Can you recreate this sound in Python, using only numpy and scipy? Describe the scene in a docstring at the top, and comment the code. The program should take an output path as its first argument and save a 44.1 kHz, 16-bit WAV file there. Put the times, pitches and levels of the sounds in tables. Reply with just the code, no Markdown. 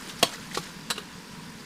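"""A ram pump in a rocky stream bed, heard close up through one microphone.
First its brass waste valve spits water; at 0.23 s it slams shut with a water-hammer thump.
Just after 0.5 s the last spurt falls on the stones with a splat.
At 0.9 s the valve drops open with a clink and bounces once.
Behind it all the stream gurgles, with a faint, thin whine above it."""
import sys
import numpy as np
from scipy import signal
from scipy.fft import rfft, irfft
from scipy.io import wavfile
from scipy.ndimage import uniform_filter1d

SR = 44100
rng = np.random.default_rng(int(sys.argv[2]) if len(sys.argv) > 2 else 0)


def generate_wav(sig):
    """Save sig (samples, or channels by samples) to the path in sys.argv[1] as 16-bit PCM at SR."""
    pcm = np.round(np.clip(np.atleast_2d(sig).T, -1, 1) * 32767).astype(np.int16)
    wavfile.write(sys.argv[1], SR, pcm)


N = 72765

# The valve hits its seat, close to the microphone: start_s, level_db, rise_s, hold_s, t60_s
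SEAT_HITS = [(0.2275, -14, .001, 0.0033, 0.034)]
# Tone of the contact at the seat: frequency_hz, relative_db
SEAT_SPECTRUM = [(100, -19), (500, -6), (1000, -6), (1400, -7), (2200, -5), (2900, -1.5), (4400, -2),
                 (5300, -8.5), (8300, -7.5), (11500, -17), (15500, -23)]
# Water hammer inside the pipe: start_s, level_db, rise_s, hold_s, t60_s
HAMMER_THUMPS = [(0.2301, -21, 0.0018, 0.0035, 0.029)]
# Tone of that thump: frequency_hz, relative_db
HAMMER_SPECTRUM = [(25, -17), (90, -17), (180, 1.5), (320, -0.5), (400, -5), (500, -2.5), (700, 2),
                   (830, -9), (1050, -7.5), (1500, -16), (4000, -42)]


def valve_slam():
    """The valve shuts and rings, and the suddenly halted water thumps in the pipe."""
    out = np.zeros(N)
    for start_s, *burst in SEAT_HITS:
        add(out, start_s, chatter(SEAT_SPECTRUM, *burst) + metal_ring("seat"))
    for start_s, *burst in HAMMER_THUMPS:
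        add(out, start_s, chatter(HAMMER_SPECTRUM, *burst))
    return out


# The valve drops on its stop: start_s, level_db, rise_s, hold_s, t60_s, ring_gain_db
STOP_HITS = [(0.9014, -24, .0005, .006, 0.034, -2.5), (0.9075, -24, 0.00089, 0.0031, 0.032, -1.5)]
# A faint rattle, then the second landing: start_s, level_db, rise_s, hold_s, t60_s
REBOUND_HITS = [(0.958, -47, 0.0036, 0.012, .04), (0.9788, -35, .002, .003, 0.055)]
# Tone of the contact at the stop: frequency_hz, relative_db
STOP_SPECTRUM = [(100, -20), (450, -6.5), (750, -3), (1600, 2), (2200, -8.5), (2850, -0.5), (3300, -3.5),
                 (3800, 0.5), (4500, -1.5), (6300, -10.5), (8000, -10), (11500, -17), (15500, -24)]


def valve_drop():
    """The valve falls open, clinks on its stop and bounces once."""
    out = np.zeros(N)
    for start_s, *burst, ring_gain_db in STOP_HITS:
        add(out, start_s, chatter(STOP_SPECTRUM, *burst) + metal_ring("stop", ring_gain_db))
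    landing_db = REBOUND_HITS[-1][1]
    for start_s, level_db, *envelope in REBOUND_HITS:
        contact = chatter(STOP_SPECTRUM, level_db, *envelope)
        add(out, start_s, contact + metal_ring("rebound", level_db - landing_db))
    return out


# Valve and pipe ringing, up close: pitch_hz, t60_s, seat_db, stop_db, rebound_db
METAL_MODES = [(420, 0.1, -35, -43, -34.5), (504.5, 0.041, -17, -48, -45), (685, 0.048, -17, -36, -55),
               (975, .14, -29, -48, -48), (1096, 0.077, -22, -36, -40), (1220, 0.06, -46, -41, -33.5),
               (1440, 0.057, -42, -31.5, -42), (2250, 0.099, -39, -53, -58),
               (2828, 0.036, -22, -27.5, -26.5), (3100, 0.11, -27, -46, -53), (3292, 0.12, -25.5, -42, -55),
               (3774, 0.062, -27, -29, -37), (3960, 0.075, -25, -24.5, -34), (4385, 0.079, -21, -40, -42),
               (4515, 0.12, -27.5, -36, -57), (7660, 0.094, -36, -35, -60), (8070, .04, -35, -26.5, -57),
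               (10400, 0.058, -48, -29, -55), (10510, .07, -48, -31.5, -55)]


def metal_ring(strike, gain_db=0, rise_s=0.0014, flutter_rad=0.4, flutter_hz=90):
    """Each kind of strike sets the modes ringing in its own balance; they flutter as they die."""
    t, out = seconds(), 0
    lowpass = signal.butter(2, flutter_hz, fs=SR)
    for pitch_hz, t60_s, seat_db, stop_db, rebound_db in METAL_MODES:
        level_db = {"seat": seat_db, "stop": stop_db, "rebound": rebound_db}[strike] + gain_db
        flutter = unit(signal.lfilter(*lowpass, rng.standard_normal(len(t))))
        phase = 2 * np.pi * (pitch_hz * t + rng.random()) + flutter_rad * flutter
        out += amp(level_db - 60 * t / t60_s) * np.sin(phase)
    return np.minimum(t / rise_s, 1) * out


# Spray on the stones around the pump: time_s, level_db
SPRAY_LEVELS = [(0, -45.5), (.07, -45), (.1, -42.5), (.15, -51.5), (.22, -44.5), (.27, -40.5), (.306, -45),
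                (.34, -37.5), (.365, -46.5), (.41, -49.5), (.45, -46.5), (.49, -51), (.54, -45),
                (.6, -45.5), (.65, -45.5), (.72, -52), (.85, -57), (1.65, -69)]
# Tone of the spray at the microphone: frequency_hz, relative_db
SPRAY_SPECTRUM = [(200, -12), (450, 0), (700, -3.5), (1400, 0.5), (2000, -1), (2700, -3), (4000, -3),
                  (6500, -5.5), (10000, -10), (15500, -19)]


def spray():
    """Water spat from the valve: pattering drops, a hiss of mist and tiny bubbles."""
    patter = droplets(per_s=3200, spread_db=3.5, decay_cycles=1.7)
    mist = 0.61 * rng.standard_normal(N)
    bubbles = 0.81 * droplets(per_s=700, spread_db=3, decay_cycles=9.2)
    level_db = np.interp(seconds(N), *np.transpose(SPRAY_LEVELS))
    return amp(level_db) * colour(patter + mist + bubbles, SPRAY_SPECTRUM)


# Water lands on the stones beside the pump: start_s, level_db, rise_s, hold_s, t60_s
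STONE_SPLATS = [(0.09, -41, 0.0034, 0.0075, 0.043), (0.190, -42.5, .003, 0.0087, .04),
                (0.29, -43, .002, .003, .03), (0.5428, -32, 0.0046, 0.0084, 0.058),
                (0.571, -31.5, 0.00091, 0.0094, 0.052), (0.63, -44, .002, 0.0086, .04),
                (0.687, -48.5, .002, .009, .03)]
# Tone of a splat: frequency_hz, relative_db
SPLAT_SPECTRUM = [(200, -19), (900, -10), (1600, -6.5), (2600, -3), (4400, 0.5), (6500, -4.5), (9000, -9.5),
                  (15500, -25)]
# Air pockets in the nearby water: start_s, pitch_hz, level_db, t60_s
AIR_POCKETS = [(0.095, 3550, -31.5, .02), (0.098, 2740, -33, .02), (0.326, 1360, -37, 0.027),
               (0.337, 1660, -31, 0.026), (0.345, 1936, -31, .03), (0.381, 1380, -36.5, 0.032),
               (0.5125, 1890, -31, 0.016), (0.517, 1930, -27.5, .018), (0.520, 3170, -34.5, .018),
               (0.547, 1470, -30, 0.021), (0.548, 1910, -28.5, 0.031), (0.572, 375, -24.5, 0.047),
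               (0.5725, 468, -24.5, .035), (0.573, 815, -25.5, 0.034), (0.5737, 1133, -23, 0.063),
               (0.574, 1347, -25, 0.032), (0.591, 169, -33.5, 0.21), (0.669, 1870, -34.5, 0.019)]


def splashes():
    """Larger lumps of water splat on stone and trap air, which rings."""
    out = np.zeros(N)
    for start_s, *burst in STONE_SPLATS:
        add(out, start_s, chatter(SPLAT_SPECTRUM, *burst))
    for start_s, pitch_hz, level_db, t60_s in AIR_POCKETS:
        add(out, start_s, amp(level_db) * bubble(pitch_hz, t60_s))
    return out


# The stream behind the pump: frequency_hz, relative_db
STREAM_SPECTRUM = [(15, -31), (25, -24), (50, -18), (90, -17), (122, -18), (160, -3), (240, -5.5),
                   (310, -12), (375, -17), (440, -11.5), (530, -18), (680, -24), (820, -22), (980, -14),
                   (1180, -21), (1600, -17.5), (2200, -22), (4400, -23.5), (5700, -26), (9500, -32),
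                   (15500, -42.5)]


def stream(level_db=-44, patch_depth_db=1.37):
    """A patchy wash of flowing water with fine trickles in it."""
    noise = signal.stft(rng.standard_normal(N), nperseg=512)[2]
    patches = uniform_filter1d(rng.standard_normal(noise.shape), size=6, axis=0)  # smooth in frequency
    patches = unit(uniform_filter1d(patches, size=9, axis=1))  # and in time
    wash = unit(signal.istft(noise * amp(patch_depth_db * patches), nperseg=512)[1][:N])
    trickles = 0.51 * droplets(per_s=3000, spread_db=3, decay_cycles=2.8)
    return amp(level_db) * colour(wash + trickles, STREAM_SPECTRUM)


def gurgle(level_db=-50, count=72, per_s=45, centre_hz=187.4, spread_octaves=0.29, spread_db=5.1):
    """Large bubbles glug between the boulders."""
    out = np.zeros(N)
    for slot, (jitter, detune, size) in enumerate(rng.uniform(-0.999, 1, (count, 3))):
        glug = bubble(centre_hz * 2 ** (spread_octaves * detune), t60_s=0.11)
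        add(out, (slot + jitter) / per_s, amp(spread_db * size) * glug)
    return amp(level_db) * unit(out)


# A thin whine in the background: pitch_hz, width_hz, level_db
WHINE_BANDS = [(4785, 70, -62), (5390, 80, -64.5)]


def whine():
    """Two faint, narrow bands of noise, pitched high above the gurgle."""
    hz, out = np.fft.rfftfreq(N, 1 / SR), 0
    for pitch_hz, width_hz, level_db in WHINE_BANDS:
        band = rfft(rng.standard_normal(N)) / (1 + (2 * (hz - pitch_hz) / width_hz) ** 2)
        out += amp(level_db) * unit(irfft(band, N))
    return out


# Echo of the boulders around the microphone: frequency_hz, t60_s
ROCK_DECAY = [(100, 0.27), (500, .12), (1200, 0.11), (4000, 0.18), (9000, 0.16), (15000, 0.11)]


def rock_echo(sound, gain_db=-12.5, delay_s=0.006):
    """Nearby boulders throw back a short scatter of echoes."""
    hz, t, noise = signal.stft(rng.standard_normal(SR // 2), SR, nperseg=256)
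    decay = amp(-60 * t / curve_at(ROCK_DECAY, hz)[:, None])
    tail = signal.istft(noise * decay, SR, nperseg=256)[1]
    out = np.zeros(N)
    add(out, delay_s, signal.fftconvolve(sound, tail / np.linalg.norm(tail)))
    return amp(gain_db) * out


def chatter(spectrum, level_db, rise_s, hold_s, t60_s):
    """A dense burst of tiny contacts that swells, holds and dies."""
    t = seconds()
    contacts = colour(rng.choice([-1., 1.], len(t)), spectrum)
    decay_db = 60 * np.maximum(t - rise_s - hold_s, 0) / t60_s
    return contacts * np.minimum(t / rise_s, 1) * amp(level_db - decay_db)


def bubble(pitch_hz, t60_s, rise_s=0.00087, glide_per_s=1.2):
    """Trapped air rings with a dying tone that rises a little in pitch."""
    t = seconds()
    phase = 2 * np.pi * pitch_hz * (t + glide_per_s * t ** 2 / 2)
    return np.minimum(t / rise_s, 1) * amp(-60 * t / t60_s) * np.sin(phase)


def droplets(per_s, spread_db, decay_cycles, pitches=36):
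    """Random drops of all sizes and pitches, each ringing a few cycles."""
    t, out = seconds(1500), np.zeros(N)
    for hz in np.geomspace(700, 15000, pitches):
        sizes = amp(spread_db * np.minimum(rng.exponential(1, N), 4))
        landings = rng.random(N) < per_s / pitches / SR
        drop = np.exp(-hz * t / decay_cycles) * np.sin(2 * np.pi * hz * t)
        out += np.sqrt(hz) * unit(signal.oaconvolve(sizes * landings, drop)[:N])
    return unit(out)


def amp(db):
    """Decibels to gain."""
    return 10 ** (np.asarray(db) / 20)


def unit(x):
    """Scales to rms 1."""
    return x / np.sqrt(np.mean(x ** 2) + 1e-20)


def curve_at(points, hz):
    """Interpolates on a log-frequency axis."""
    point_hz, values = np.transpose(points)
    return np.interp(np.log(hz + 1), np.log(point_hz + 1), values)


def colour(x, spectrum):
    """Gives a signal a spectrum, at rms 1."""
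    gains = amp(curve_at(spectrum, np.fft.rfftfreq(len(x), 1 / SR)))
    return unit(irfft(rfft(x) * gains, len(x)))


def add(mix, start_s, sound):
    """Mixes a sound in at start_s."""
    part = mix[max(round(start_s * SR), 0):][:len(sound)]
    part += sound[:len(part)]


def seconds(samples=12000):
    """Time axis of one sound."""
    return np.arange(samples) / SR


def scene():
    """The pump in front, the stream behind, alike in both channels."""
    pump = valve_slam() + valve_drop() + spray() + splashes()
    mono = pump + rock_echo(pump) + stream() + gurgle() + whine()
    return np.array([mono, mono])


def record(dry):
    """The microphone takes in sound up to 15.6 kHz."""
    lowpass = signal.firwin(511, 15600, window=("kaiser", 9), fs=SR)
    return signal.oaconvolve(dry, lowpass[None], "same")


dry = scene()
out = record(dry)
generate_wav(out)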